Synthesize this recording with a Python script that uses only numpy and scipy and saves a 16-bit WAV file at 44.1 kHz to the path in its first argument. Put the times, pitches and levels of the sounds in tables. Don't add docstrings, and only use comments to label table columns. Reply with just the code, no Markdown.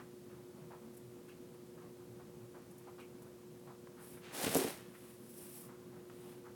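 import sys
import numpy as np
from scipy import signal
from scipy.fft import rfft, irfft, next_fast_len
from scipy.io import wavfile

SR = 44100
rng = np.random.default_rng(int(sys.argv[2]) if len(sys.argv) > 2 else 0)


def generate_wav(sig):
    pcm = np.round(np.clip(np.atleast_2d(sig).T, -1, 1) * 32767).astype(np.int16)
    wavfile.write(sys.argv[1], SR, pcm)


N = 288850
TIME = np.arange(N) / SR


def from_db(db):
    return 10 ** (np.asarray(db) / 20)


def rms_one(x):
    return x / np.sqrt(np.mean(x ** 2) + 1e-20)


def drift(hz):
    step, settle = 40, 2000
    pole = np.exp(-2 * np.pi * hz * step / SR)
    noise = rng.standard_normal(N // step + settle + 2)
    slow = signal.lfilter([1], [1, -2 * pole, pole * pole], noise)[settle:]
    return np.interp(np.arange(N) / step, np.arange(len(slow)), rms_one(slow))


def colour(x, spectrum):
    hz, db = np.transpose(spectrum)
    size = next_fast_len(N)
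    f = np.maximum(np.arange(size // 2 + 1) * SR / size, 1)
    gain = from_db(np.interp(np.log(f), np.log(hz), db)) * np.minimum(f / hz[0], 1) ** 2
    return rms_one(irfft(rfft(x, size) * gain, size)[:N])


def band(x, hz, octaves, skirt_db=-20):
    edges = hz * 2 ** (octaves * np.array([-.5, .5]))
    core = signal.sosfilt(signal.butter(2, edges, "band", fs=SR, output="sos"), x + 1e-18)
    skirt = signal.sosfilt(signal.butter(1, edges, "band", fs=SR, output="sos"), x + 1e-18)
    return core + from_db(skirt_db) * skirt


def friction(per_s, spread_db):
    sizes = from_db(spread_db * np.minimum(rng.exponential(1, N), 4))
    return rms_one(sizes * rng.standard_normal(N) * (rng.random(N) < per_s / SR))


def stroke(start, length):
    span = slice(max(int(start * SR), 0), min(int((start + 3 * length) * SR) + 2, N))
    progress = np.maximum(TIME[span] - start, 0) / (length / 4)
    pressure = np.zeros(N)
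    pressure[span] = progress * np.exp(1 - progress)
    return pressure


def stroked(sound, start, db, length):
    pressure = stroke(start, length)
    return from_db(db) * np.sqrt(np.mean(pressure ** 2)) * rms_one(pressure * sound)


def gesture(start, attack, hold, release):
    return np.interp(TIME, start + np.cumsum([0, attack, hold, release]), [0, 1, 1, 0]) ** 1.5


def ring(x, hz, t60):
    pole = np.exp(-np.log(1000) / (t60 * SR))
    angle = 2 * np.pi * hz / SR
    return signal.lfilter([0, 1, -1], [1, -2 * pole * np.cos(angle), pole * pole], x + 1e-18)


def fan(air_db=-58, wander_rad=.18):
    # frequency in Hz, unshaded rms level in dB, waver in dB.
    harmonics = [(123.2, -67, 1), (243, -76.5, 5), (359.6, -56, .5), (478.6, -67, 1.5)]
    # time in seconds, gain in dB.
    shading = [(4.2, -2), (5.0, -4), (5.7, -3.5), (6.2, 0)]
    # frequency in Hz, relative level in dB.
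    air_spectrum = [(25, -24), (55, -18.5), (85, -7.5), (105, -6.5), (125, -2), (150, 0.5), (200, 1.5),
                    (265, 1.5), (300, -6), (365, 0), (420, -10), (480, -6.5), (610, -10.5), (690, -17.5),
                    (1100, -21), (2000, -29.5), (8000, -53)]
    hum = np.zeros(N)
    for hz, db, waver_db in harmonics:
        amplitude = np.sqrt(2) * from_db(db + waver_db * drift(4.1))
        hum += amplitude * np.sin(2 * np.pi * (hz * TIME + rng.random()) + wander_rad * drift(2.8))
    shade = from_db(np.interp(TIME, *np.transpose(shading)))
    air = from_db(air_db + drift(5.3)) * colour(rng.standard_normal(N), air_spectrum)
    return hum * shade + air


def fingers(fidget_db=-73, fidget_swing_db=2.5):
    # start in seconds, crest in dB, length in seconds, centre in Hz.
    rub_strokes = [(-.015, -55.5, 0.057, 1170), (.288, -67.5, .052, 950), (0.556, -67.5, 0.094, 800),
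                   (.70, -55, 0.077, 840), (0.815, -69, .1, 790), (1.283, -63.5, .035, 1500),
                   (1.77, -65, 0.063, 1100), (1.986, -68, .08, 930), (2.189, -60, 0.053, 855),
                   (2.537, -59, 0.07, 980), (2.866, -57.5, 0.062, 795), (2.981, -57.5, 0.052, 1100),
                   (3.26, -68.5, 0.042, 990), (3.665, -57.5, .085, 825), (3.965, -62, .12, 1080),
                   (4.169, -61, 0.033, 1430), (4.938, -61.5, 0.058, 1500), (5.676, -61.5, 0.11, 1120),
                   (5.923, -64, .07, 1020), (6.2, -66, 0.18, 800), (6.442, -59.5, 0.08, 1090)]
    # start in seconds, crest in dB.
    pulls = [(1.277, -66.5), (2.986, -61)]
    # start in seconds, crest in dB, centre in Hz.
    nail_ticks = [(3.871, -54, 840), (6.098, -54.5, 1090)]
    # frequency in Hz, relative level in dB.
    fidget_spectrum = [(600, -4), (1100, -4), (1600, -11), (2600, -17), (4000, -33), (9000, -44)]
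    slips = friction(per_s=8000, spread_db=1.1)
    rubs = sum(stroked(band(slips, hz, octaves=1.14), start, db, length)
               for start, db, length, hz in rub_strokes)
    taut = band(slips, hz=2400, octaves=.45, skirt_db=0)
    scratches = sum(stroked(taut, start, db, length=.075) for start, db in pulls)
    ticks = sum(stroked(band(slips, hz, octaves=1.4), start, db, length=.0087)
                for start, db, hz in nail_ticks)
    fidget_gain = from_db(fidget_db + fidget_swing_db * drift(7.9))
    fidget = fidget_gain * colour(friction(3000, 1.3), fidget_spectrum)
    return rubs + scratches + ticks + fidget


def low_arm_swells(wander_rad=.7):
    # start in seconds, crest in dB, frequency in Hz.
    swells = [(.595, -55, 160), (.812, -53.5, 228), (1.02, -57.5, 121), (2.082, -58.5, 119),
              (2.412, -55, 121), (3.653, -60, 143)]
    out = np.zeros(N)
    for start, db, hz in swells:
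        phase = 2 * np.pi * (hz * TIME + rng.random()) + wander_rad * drift(10)
        out += np.sqrt(2) * from_db(db) * stroke(start, length=.12) * np.sin(phase)
    return out


def hair(flutter_db=1.3, palm_db=-69):
    # start in seconds, crest in dB, length in seconds.
    clusters = [(.93, -69.5, .083), (.968, -62.5, .018), (1.28, -70, .041), (1.537, -70, .031),
                (2.71, -64, .016), (2.78, -61.5, .02), (3.0, -70, .03), (3.218, -65, .028)]
    # start in seconds, hiss level in dB, swell and hold in seconds.
    hand_slides = [(3.964, -60, 0.063, 0.11), (4.69, -65, 0.34, 0.074), (5.072, -55.5, .36, .18),
                   (5.946, -67.5, 0.29, 0.099)]
    # frequency in Hz, relative level in dB.
    snap_spectrum = [(1500, -27), (5000, -10), (8500, 2), (12000, 5), (16500, -8.5)]
    slide_spectrum = [(700, -14), (1500, -19), (3200, -14), (4200, -15.5), (5400, -6), (6600, -13),
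                      (8000, -3), (10200, 2), (13000, -2.5), (16500, -4.5)]
    hiss = from_db(flutter_db * drift(37)) * colour(friction(25000, 1.7), slide_spectrum)
    palms = from_db(palm_db) * rms_one(band(friction(8000, .95), hz=1400, octaves=2.9))
    slides = sum(gesture(start, swell, hold, release=.11) * (from_db(db) * hiss + palms)
                 for start, db, swell, hold in hand_slides)
    snap_gain = sum(from_db(db) * stroke(start, length) for start, db, length in clusters)
    return slides + snap_gain * colour(friction(4000, 1.8), snap_spectrum)


def sleeve(rustle_db=-57, flutter_db=1.2, press_db_per_s=85):
    # time in seconds, level in dB, easing in dB per second.
    pushes = [(4.44, -37.5, 96), (4.562, -37, 63)]
    # frequency in Hz, relative level in dB.
    drag_spectrum = [(50, -28), (100, -14), (150, 9), (400, 9.5), (750, 7), (1300, 0), (2400, -1),
                     (4000, -2), (7000, -4.5), (9500, -.3), (12000, -3), (16500, -8.5)]
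    swing = gesture(start=4.2, attack=.047, hold=.46, release=.28)
    cloth = rms_one(band(friction(20000, 2.0), hz=1360, octaves=2.37, skirt_db=-2))
    rustle = from_db(rustle_db) * swing * cloth
    contact = gesture(start=4.31, attack=.037, hold=.34, release=.21)
    push_db = np.max([db - np.maximum(press_db_per_s * (at - TIME), easing * (TIME - at))
                      for at, db, easing in pushes], axis=0)
    drag_gain = contact * from_db(push_db + flutter_db * drift(69))
    return rustle + drag_gain * colour(friction(18000, 2.8), drag_spectrum)


def scrapes_and_catches():
    # start in seconds, crest in dB, length in seconds.
    scrapes = [(4.4443, -36.5, 0.0083), (4.464, -41.5, 0.028), (4.55, -47, .014)]
    catches = [(4.432, -32, .0008), (4.447, -28, .0007), (4.548, -21, 0.00093), (4.564, -35, 0.024)]
    # frequency in Hz, relative level in dB.
    catch_spectrum = [(3000, -38), (5500, -8), (7500, 1.5), (12000, 5.0), (16500, -7)]
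    skin = band(friction(8000, 1.7), hz=1870, octaves=1.9)
    crackle = colour(rng.standard_normal(N), catch_spectrum)
    return sum(stroked(skin, *row) for row in scrapes) + sum(stroked(crackle, *row) for row in catches)


def bumps(gain_db=-5.5, scatter_db=.8):
    # time in seconds, relative level in dB, contact in seconds, share of the ring time left.
    knocks = [(4.4404, -27.5, 0.0023, .4), (4.466, -20, 0.0027, 0.31), (4.4775, -29, .0018, 0.35),
              (4.486, -30, .0034, 0.52), (4.493, -20, 0.0063, .35), (4.554, -23.5, 0.00073, 0.53),
              (4.5588, -31.5, 0.0022, 0.68), (4.5645, -21, 0.0014, 0.42), (4.5937, -32, 0.0023, .7),
              (4.6477, -23.5, 0.0026, .6), (4.6651, -32.5, 0.0024, 1.0)]
    # frequency in Hz, relative level in dB, free t60 in seconds.
    modes = [(181, -15.5, 0.11), (277, 1.5, 0.11), (377, 0.5, 0.039), (450, 3, 0.12), (530, -13, .06),
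             (650, -1, 0.066), (980, -19, .03)]
    scatter = rng.normal(0, scatter_db, (len(knocks), len(modes)))
    out = np.zeros(N)
    for (start, db, contact, ring_share), strays in zip(knocks, scatter):
        at = int(start * SR)
        push = signal.windows.hann(int(contact * SR) + 3)
        force = np.pad(push / push.sum(), (0, SR // 2))
        for (hz, mode_db, t60), stray_db in zip(modes, strays):
            gain = from_db(gain_db + db + mode_db + stray_db)
            out[at:at + len(force)] += gain * ring(force, hz, t60 * ring_share)
    return out


def thud():
    rumble = band(rng.standard_normal(N), hz=60, octaves=2.2)
    return stroked(rumble, start=4.47, db=-57, length=.03)


def judder(start=4.556, every_s=.0285, first_db=-29.5, loss_db=2.4, slips=5):
    hollow = ring(friction(4000, .85), hz=379, t60=.068)
    return sum(stroked(hollow, start + k * every_s, first_db - k * loss_db, length=.02)
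               for k in range(slips))


def room(x, t60=.21, echoes=10):
    lags = (rng.uniform(.009, .04, echoes) * SR).astype(int)
    out = np.zeros(N)
    for k, lag in enumerate(lags):
        loop = x.copy()
        feedback = np.exp(-np.log(1000) * lag / SR / t60)
        for i in range(lag, N, lag):
            loop[i:i + lag] += feedback * loop[i - lag:i][:N - i]
        out += (loop - x) * (-1) ** k
    return out / np.sqrt(echoes)


def scene(room_db=-6):
    moves = fingers() + hair() + sleeve() + scrapes_and_catches()
    low_cut = signal.butter(2, 60, "high", fs=SR, output="sos")
    casing = signal.sosfilt(low_cut, bumps() + judder())
    return (moves + from_db(room_db) * room(moves) + casing + thud() + fan() + low_arm_swells())[None]


def record(dry, hiss_db=-67.5, cutoff_hz=17200):
    # frequency in Hz, relative level in dB.
    hiss_spectrum = [(300, 0.5), (1500, 0.5), (3000, 2), (6000, 1), (10000, 1.5), (12500, -0.8), (15000, 0),
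                     (17000, 0.4)]
    hiss = from_db(hiss_db) * colour(rng.standard_normal(N), hiss_spectrum)
    high_cut = signal.ellip(12, .1, 80, cutoff_hz, fs=SR, output="sos")
    return signal.sosfilt(high_cut, dry + hiss)


dry = scene()
out = record(dry)
generate_wav(out)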